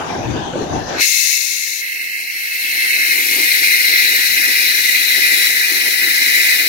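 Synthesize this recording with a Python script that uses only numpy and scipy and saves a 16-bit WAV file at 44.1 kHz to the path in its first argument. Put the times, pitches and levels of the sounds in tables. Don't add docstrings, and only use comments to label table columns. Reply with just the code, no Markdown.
import sys
import numpy as np
from scipy import signal
from scipy.io import wavfile
from scipy.ndimage import uniform_filter1d, minimum_filter1d

SR = 44100
rng = np.random.default_rng(int(sys.argv[2]) if len(sys.argv) > 2 else 0)


def output_pcm(signal):
    pcm = np.clip(np.atleast_2d(signal).T, -1, 1) * 32767
    wavfile.write(sys.argv[1], SR, np.round(pcm).astype(np.int16))


def elevation(decibels):
    levels = np.asarray(decibels, float)
    return 10 ** (levels / 20)


N = 294588
FRAME = 1024
HOP = FRAME // 4
HZ = np.maximum(np.fft.rfftfreq(FRAME, 1 / SR), 1)[:, None]

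# (time [s], strength [dB], hiss [dB])
JET_LEVEL = [(1.02, -18.5, -9), (1.08, -25.5, .7), (1.372, -26, -2), (1.385, -28.5, -1), (1.8, -31, 1.3),
             (2.0, -28, -1.3), (2.3, -29, -0.3), (2.7, -23, -0.5), (2.95, -19, -1.6), (3.3, -19, 1.5),
             (3.7, -18, .3), (4.1, -18, 0.1), (4.6, -18, 0.6), (5.1, -17.5, .3), (5.46, -18, 1.4),
             (5.52, -19.5, 0.7), (6.0, -18.5, 0.1), (6.68, -17.5, -0.5)]
# (time [s], level [dB])
VALVE_OPENING = [
    (.86, -54),
    (.95, -28),
    (.997, -8.5),
    (.9995, -3),
    (1.004, -8),
    (1.0075, -11),
    (1.0082, 5),
    (1.011, -4),
    (1.02, -1.5),
]
# (width [Hz], level [dB])
GAP_RESONANCES = [
    (192, 0),
    (183, -2),
    (359, -11.5),
    (294, -12.5),
]
# (ratio [1], width [Hz], level [dB])
OVERTONE_RESONANCES = [
    (0.999, 475, 2.5),
    (1.3, 600, -7.5),
]
# (frequency [Hz], width [Hz], level [dB])
FIN_RINGS = [(5550, 210, -4), (6560, 120, -5.5), (9690, 660, -3), (11620, 190, -4.5), (14800, 200, -21)]
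# (frequency [Hz], level [dB])
HISS_SPECTRUM = [(1500, -70), (2600, -25), (3200, 1.5), (6000, 4), (7800, -1.5), (9500, -0.5), (11500, 2.5),
                 (13000, 3.5), (15600, 2.5)]
# (frequency [Hz], level [dB])
RUSH_SPECTRUM = [(60, -59), (120, -19), (200, -10.5), (330, 2), (550, -7.5), (800, -4.5), (1150, -10),
                 (1400, -13.5), (1900, -57)]
# (time [s], peak [dB])
GUST_PEAKS = [(2.962, -38.5), (3.19, -38), (3.28, -54), (3.391, -31), (3.62, -38), (3.92, -37.5),
              (4.1, -45), (4.15, -37), (4.41, -41), (4.49, -36), (4.63, -41), (4.95, -44.5), (5.18, -38),
              (5.331, -35), (5.55, -43), (5.72, -40), (5.88, -35.5), (6.07, -33.5), (6.24, -41),
              (6.38, -39.5), (6.655, -35)]
# (start [s], end [s], before [Hz], after [Hz])
FIRST_GAP_GLIDE = (3.36, 4.3, 2114, 2021)
SECOND_GAP_GLIDE = (2.95, 3.25, 2622, 2442)
OVERTONE_GLIDE = (2.3, 4.3, 4154, 4006)
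# (start [s], end [s], before [dB], after [dB])
SECOND_GAP_LEVEL = (-2, -2.5, -15.5, -4.5)
OVERTONE_GROWTH = (3.2, 4.1, 0.078, 2.85)
# (start [s], end [s], before [dB], after [dB])
DULLING_WHILE_VENTING = (1.14, 1.83, 10, 6.7)
DULLING_AFTER_VENT = (1.86, 2.9, 6, 2.5)
# (start [s], end [s], before [dB], after [dB])
PALM_SHADE = (1.21, 3.1, 20, 0.12)
# (start [s], end [s], before [ms], after [ms])
RIGHT_LAG = (1.4, 6.36, 0.38, 0.47)
# (frequency [Hz], gain [dB], loss per dulling [dB/dB], loss per shade [dB/dB])
RIGHT_PORT = [(273, -0.5, -0.5, 0.5), (600, 1.5, 0, 0.5), (944, 1.5, 0, 0.5), (2010, 5, 2.5, -1),
              (2925, 1, 0.5, -0.5), (3160, -9.5, -2.5, 16), (4150, -6.5, 0.5, 0), (4980, -6, 1, 0.5),
              (5960, -0.5, 4.5, 0), (6500, -28, 3.5, 1.5), (7170, -18, -3.5, 7), (7700, -11, 0, 0),
              (8900, -16.5, -3.5, 3.5), (10000, -1, 1.5, -0.5)]
# (frequency [Hz], likeness [0-1], lead of right port [cycles])
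PORT_LIKENESS = [(60, 1, 0.096), (278, 0.88, 0.064), (680, 0.4, 0.35), (1090, 0, -0.083),
                 (1500, 0.05, 0.41), (1670, 0.69, 0.15), (2035, 0.64, 0.21), (2410, 1, -0.12),
                 (2880, 0.76, -0.0061), (3160, 0, -0.23), (4400, 0.54, -0.062), (5300, 0.4, -0.2),
                 (11800, 0, -0.28)]
# (time [s], level [dB])
VENT_BLOW = [
    (.95, -60),
    (.99, -30),
    (1.01, -10.5),
    (1.05, -11),
    (1.372, -11.5),
    (1.384, -14),
    (1.81, -21.5),
    (1.835, -50),
    (1.9, -80),
]
# (frequency [Hz], level [dB])
VENT_SPECTRUM = [(1400, -68), (2500, -48), (3600, -1), (4800, -2.5), (5600, 3), (6700, 5.5), (7300, -0.5),
                 (7800, -7.5), (10000, -5), (15600, -7.5)]
# (time [s], peak [dB])
FINGER_SHIFTS = [(.302, -16.5), (.742, -22), (1.6, -20), (2.1, -26.5), (2.75, -24), (1.25, -23), (3.0, -27),
                 (3.21, -29), (3.9, -29), (4.11, -21), (4.31, -10.5), (5.04, -22.5), (5.54, -17.5),
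                 (6.62, -24)]
# (frequency [Hz], level [dB])
RUMBLE_SPECTRUM = [(25, -31), (50, -29), (70, -14), (95, 10.5), (180, -5), (300, -0.5), (500, -22),
                   (900, -80)]
# (time [s], peak [dB])
HUM_SWELLS = [
    (.008, -18),
    (.378, -25.5),
    (.53, -21.5),
    (.76, -22.5),
    (.918, -23),
]
# (frequency [Hz], level [dB])
HUM_SPECTRUM = [(60, -12), (200, -0.5), (350, 1.5), (600, -2.5), (800, 1.5), (1050, -5), (1300, -11.5),
                (1600, -29), (2500, -58), (4000, -80)]
# (frequency [Hz], level [dB])
WHIRR_SPECTRUM = [(600, -40), (1000, -22), (1550, 6), (1900, -0.5), (2700, 3.5), (4300, -2.5), (5100, -7.5),
                  (6100, -2), (7200, -9.5), (8300, -21.5), (13400, -25.5), (14000, -39), (16000, -50)]
# (frequency [Hz], gain [dB])
WHIRR_RIGHT_GAIN = [(1500, 0.5), (2100, -5.5), (2600, -9.5), (3000, -31), (5000, -40), (6000, -50)]
# (time [s], peak [dB], frequency [Hz])
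KNOCKS = [
    (.536, -16, 515),
    (.536, -23, 1500),
    (0.556, -11, 540),
]
# (time [s], gain [dB])
GAIN_CONTROL = [
    (1.008, -1),
    (1.013, -21),
    (1.15, -32.5),
    (1.8, -40),
    (2.6, -38),
    (3.2, -31.5),
    (6.68, -33),
]
# (frequency [Hz], level under loudest bright band [dB])
FAINTEST_KEPT = [(40, -44), (130, -40), (250, -46), (700, -42), (950, -35.5), (1350, -27), (1600, -37),
                 (3300, -20.5), (4500, -30), (7000, -31), (9000, -33), (13000, -39), (15500, -31)]


def rms_one(x):
    return x / np.sqrt(np.mean(x ** 2) + 1e-20)


def in_time(rows, t):
    s, *columns = np.transpose(rows)
    return [np.interp(t, s, c) for c in columns]


def ramp(move, t):
    return np.interp(t, move[:2], move[2:])


def surges(steady_db, rows, rise_s, fall_s, t):
    s, db = np.transpose(rows)[:, :, None]
    shape = np.exp(-np.abs(t - s) / np.where(t < s, rise_s, fall_s))
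    return np.sqrt(elevation(steady_db) ** 2 + np.sum((elevation(db) * shape) ** 2, axis=0))


def colour(points, column=1):
    p = np.array(points)
    return np.interp(np.log(HZ), np.log(p[:, 0]), p[:, column])


def resonance(hz, width_hz):
    return 1 / (1 + ((HZ - hz ** 2 / HZ) / width_hz) ** 2)


def even(gain):
    return gain / np.sqrt(np.mean(gain ** 2, axis=0, keepdims=True))


def patches(shape, patch_db, shared_db, frames, bins):
    local = uniform_filter1d(rng.standard_normal(shape), int(bins), axis=0)
    local = uniform_filter1d(local, int(frames), axis=1)
    shared = uniform_filter1d(rng.standard_normal(shape[1]), int(frames))
    return elevation(patch_db * rms_one(local) + shared_db * rms_one(shared))


def ports(left_gain, right_gain, lag_ms, alike):
    noise = rng.standard_normal((2, N))
    near, other = signal.stft(noise, nperseg=FRAME, noverlap=FRAME - HOP)[2]
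    lag_cycles = HZ * lag_ms / 1000 - colour(PORT_LIKENESS, column=2)
    late = near * np.exp(-2j * np.pi * lag_cycles)
    right = alike * late + np.sqrt(1 - alike ** 2) * other
    cells = np.array([near * left_gain, right * right_gain])
    return signal.istft(cells, nperseg=FRAME, noverlap=FRAME - HOP)[1][:, :N]


def whistle(frames):
    first_hz, second_hz = ramp(FIRST_GAP_GLIDE, frames), ramp(SECOND_GAP_GLIDE, frames)
    second_db = ramp(SECOND_GAP_LEVEL, frames)
    pitches = [(first_hz, 0), (second_hz, second_db), (1.169 * second_hz, second_db), (0.86 * first_hz, 0)]
    gain = sum(elevation(db + against_first_db) * resonance(hz, width_hz)
               for (hz, against_first_db), (width_hz, db) in zip(pitches, GAP_RESONANCES))
    return gain / (1 + (0.51 * first_hz / HZ) ** 12)


def overtones(frames):
    over_hz = ramp(OVERTONE_GLIDE, frames)
    gain = sum(elevation(db) * resonance(ratio * over_hz, width_hz) for ratio, width_hz, db in OVERTONE_RESONANCES)
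    return gain / (1 + (2000 / HZ) ** 8)


def hiss():
    rings = sum(elevation(db) * resonance(hz, width_hz) for hz, width_hz, db in FIN_RINGS)
    return elevation(colour(HISS_SPECTRUM)) * (1 + rings)


def jet(t, frames):
    jet_db, fins_db = in_time(JET_LEVEL, frames)
    venting = frames < 1.82
    over_db = ramp(OVERTONE_GROWTH, frames) + 7 * venting
    seep_db = -58.5
    rush_db = 20 * np.log10(elevation(seep_db) + elevation(jet_db - 26))
    gust_db = 20 * np.log10(surges(-90, GUST_PEAKS, rise_s=0.068, fall_s=0.06, t=frames))
    rush = elevation(colour(RUSH_SPECTRUM))
    gust_cut_hz = 750
    layers = [
        (whistle(frames), jet_db + 5),
        (overtones(frames), jet_db - 0.9 + over_db),
        (hiss(), jet_db + 5 + fins_db),
        (rush, rush_db),
        (rush / (1 + (HZ / gust_cut_hz) ** 2), gust_db),
    ]
    left = np.sqrt(sum((even(gain) * elevation(db)) ** 2 for gain, db in layers))
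    left = left * patches(left.shape, 1.36, 0.44, frames=4, bins=8.7)
    left = left * patches(left.shape, 0.91, 0.38, frames=44.4, bins=24)

    dulling_db = np.where(venting, ramp(DULLING_WHILE_VENTING, frames), ramp(DULLING_AFTER_VENT, frames))
    dulling_loss_db = colour(RIGHT_PORT, column=2) * dulling_db
    shade_loss_db = colour(RIGHT_PORT, column=3) * ramp(PALM_SHADE, frames)
    right = left * elevation(colour(RIGHT_PORT) - dulling_loss_db - shade_loss_db)
    out = ports(left, right, ramp(RIGHT_LAG, frames), np.clip(colour(PORT_LIKENESS), 0, 1))
    return out * elevation(in_time(VALVE_OPENING, t)[0])


def vent(t):
    gain = even(elevation(colour(VENT_SPECTRUM)))
    return ports(gain, gain * elevation(-45), lag_ms=0.4, alike=0.24) * elevation(in_time(VENT_BLOW, t)[0])


def handling(t):
    gain = even(elevation(colour(RUMBLE_SPECTRUM)))
    level = surges(-35, FINGER_SHIFTS, rise_s=0.079, fall_s=0.089, t=t)
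    level = level * elevation(in_time(GAIN_CONTROL, t)[0] + 2)
    return ports(gain, gain * elevation(-9), lag_ms=0.52, alike=0.55) * level


def knocks(t):
    out = np.zeros(N)
    for s, db, hz in KNOCKS:
        age_s = np.maximum(t - s, 0)
        out = out + elevation(db - 60 * age_s / 0.045) * np.sin(2 * np.pi * hz * age_s)
    return out


def workshop(t, frames):
    hum = even(elevation(colour(HUM_SPECTRUM))) * surges(-26, HUM_SWELLS, rise_s=0.1, fall_s=0.1, t=frames)
    whirr = even(elevation(colour(WHIRR_SPECTRUM))) * elevation(-28)
    lumps = patches(hum.shape, 2.5, 1.0, frames=13.3, bins=8)
    lumps = lumps * patches(hum.shape, 2.53, 0.32, frames=30, bins=30)
    left = np.sqrt(hum ** 2 + whirr ** 2) * lumps
    right_hum, right_whirr = hum * elevation(-1.5), whirr * elevation(colour(WHIRR_RIGHT_GAIN))
    right = np.sqrt(right_hum ** 2 + right_whirr ** 2) * lumps
    alike = np.clip(colour(PORT_LIKENESS) * 500 / (HZ + 300), 0, 0.9)
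    room = ports(left, right, 0.66, alike) + knocks(t)
    return room * elevation(in_time(GAIN_CONTROL, t)[0])


def scene():
    t = np.arange(N) / SR
    frames = np.arange(-(-N // HOP) + 1) * HOP / SR
    return jet(t, frames) + vent(t) + handling(t) + workshop(t, frames)


def drop_faint_bands(x):
    size, cutoff_hz = 2 * FRAME, 15800
    cells = signal.stft(x, window="cosine", nperseg=size, noverlap=FRAME)[2]
    hz = np.fft.rfftfreq(size, 1 / SR)
    power = uniform_filter1d(np.abs(cells) ** 2, size=7, axis=1)
    power = uniform_filter1d(power, size=2, axis=2)
    loudest = uniform_filter1d(power[:, hz > 1500].max(axis=(0, 1)), size=5)
    mask_db = np.interp(hz, *np.transpose(FAINTEST_KEPT))[:, None]
    wander = patches(power.shape[1:], 6.0, 3.0, frames=2, bins=7)
    faint = power < loudest * elevation(2 * mask_db) * wander
    kept = minimum_filter1d(faint, size=4, axis=1) == 0
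    cells = cells * kept * (hz < cutoff_hz)[:, None]
    return signal.istft(cells, window="cosine", nperseg=size, noverlap=FRAME)[1][:, :N]


def low_pass(x):
    return signal.sosfilt(signal.butter(12, 16480, fs=SR, output="sos"), x)


def record(dry):
    mix = drop_faint_bands(np.clip(dry, -1, 1))
    return low_pass(mix)


dry = scene()
out = record(dry)
output_pcm(out)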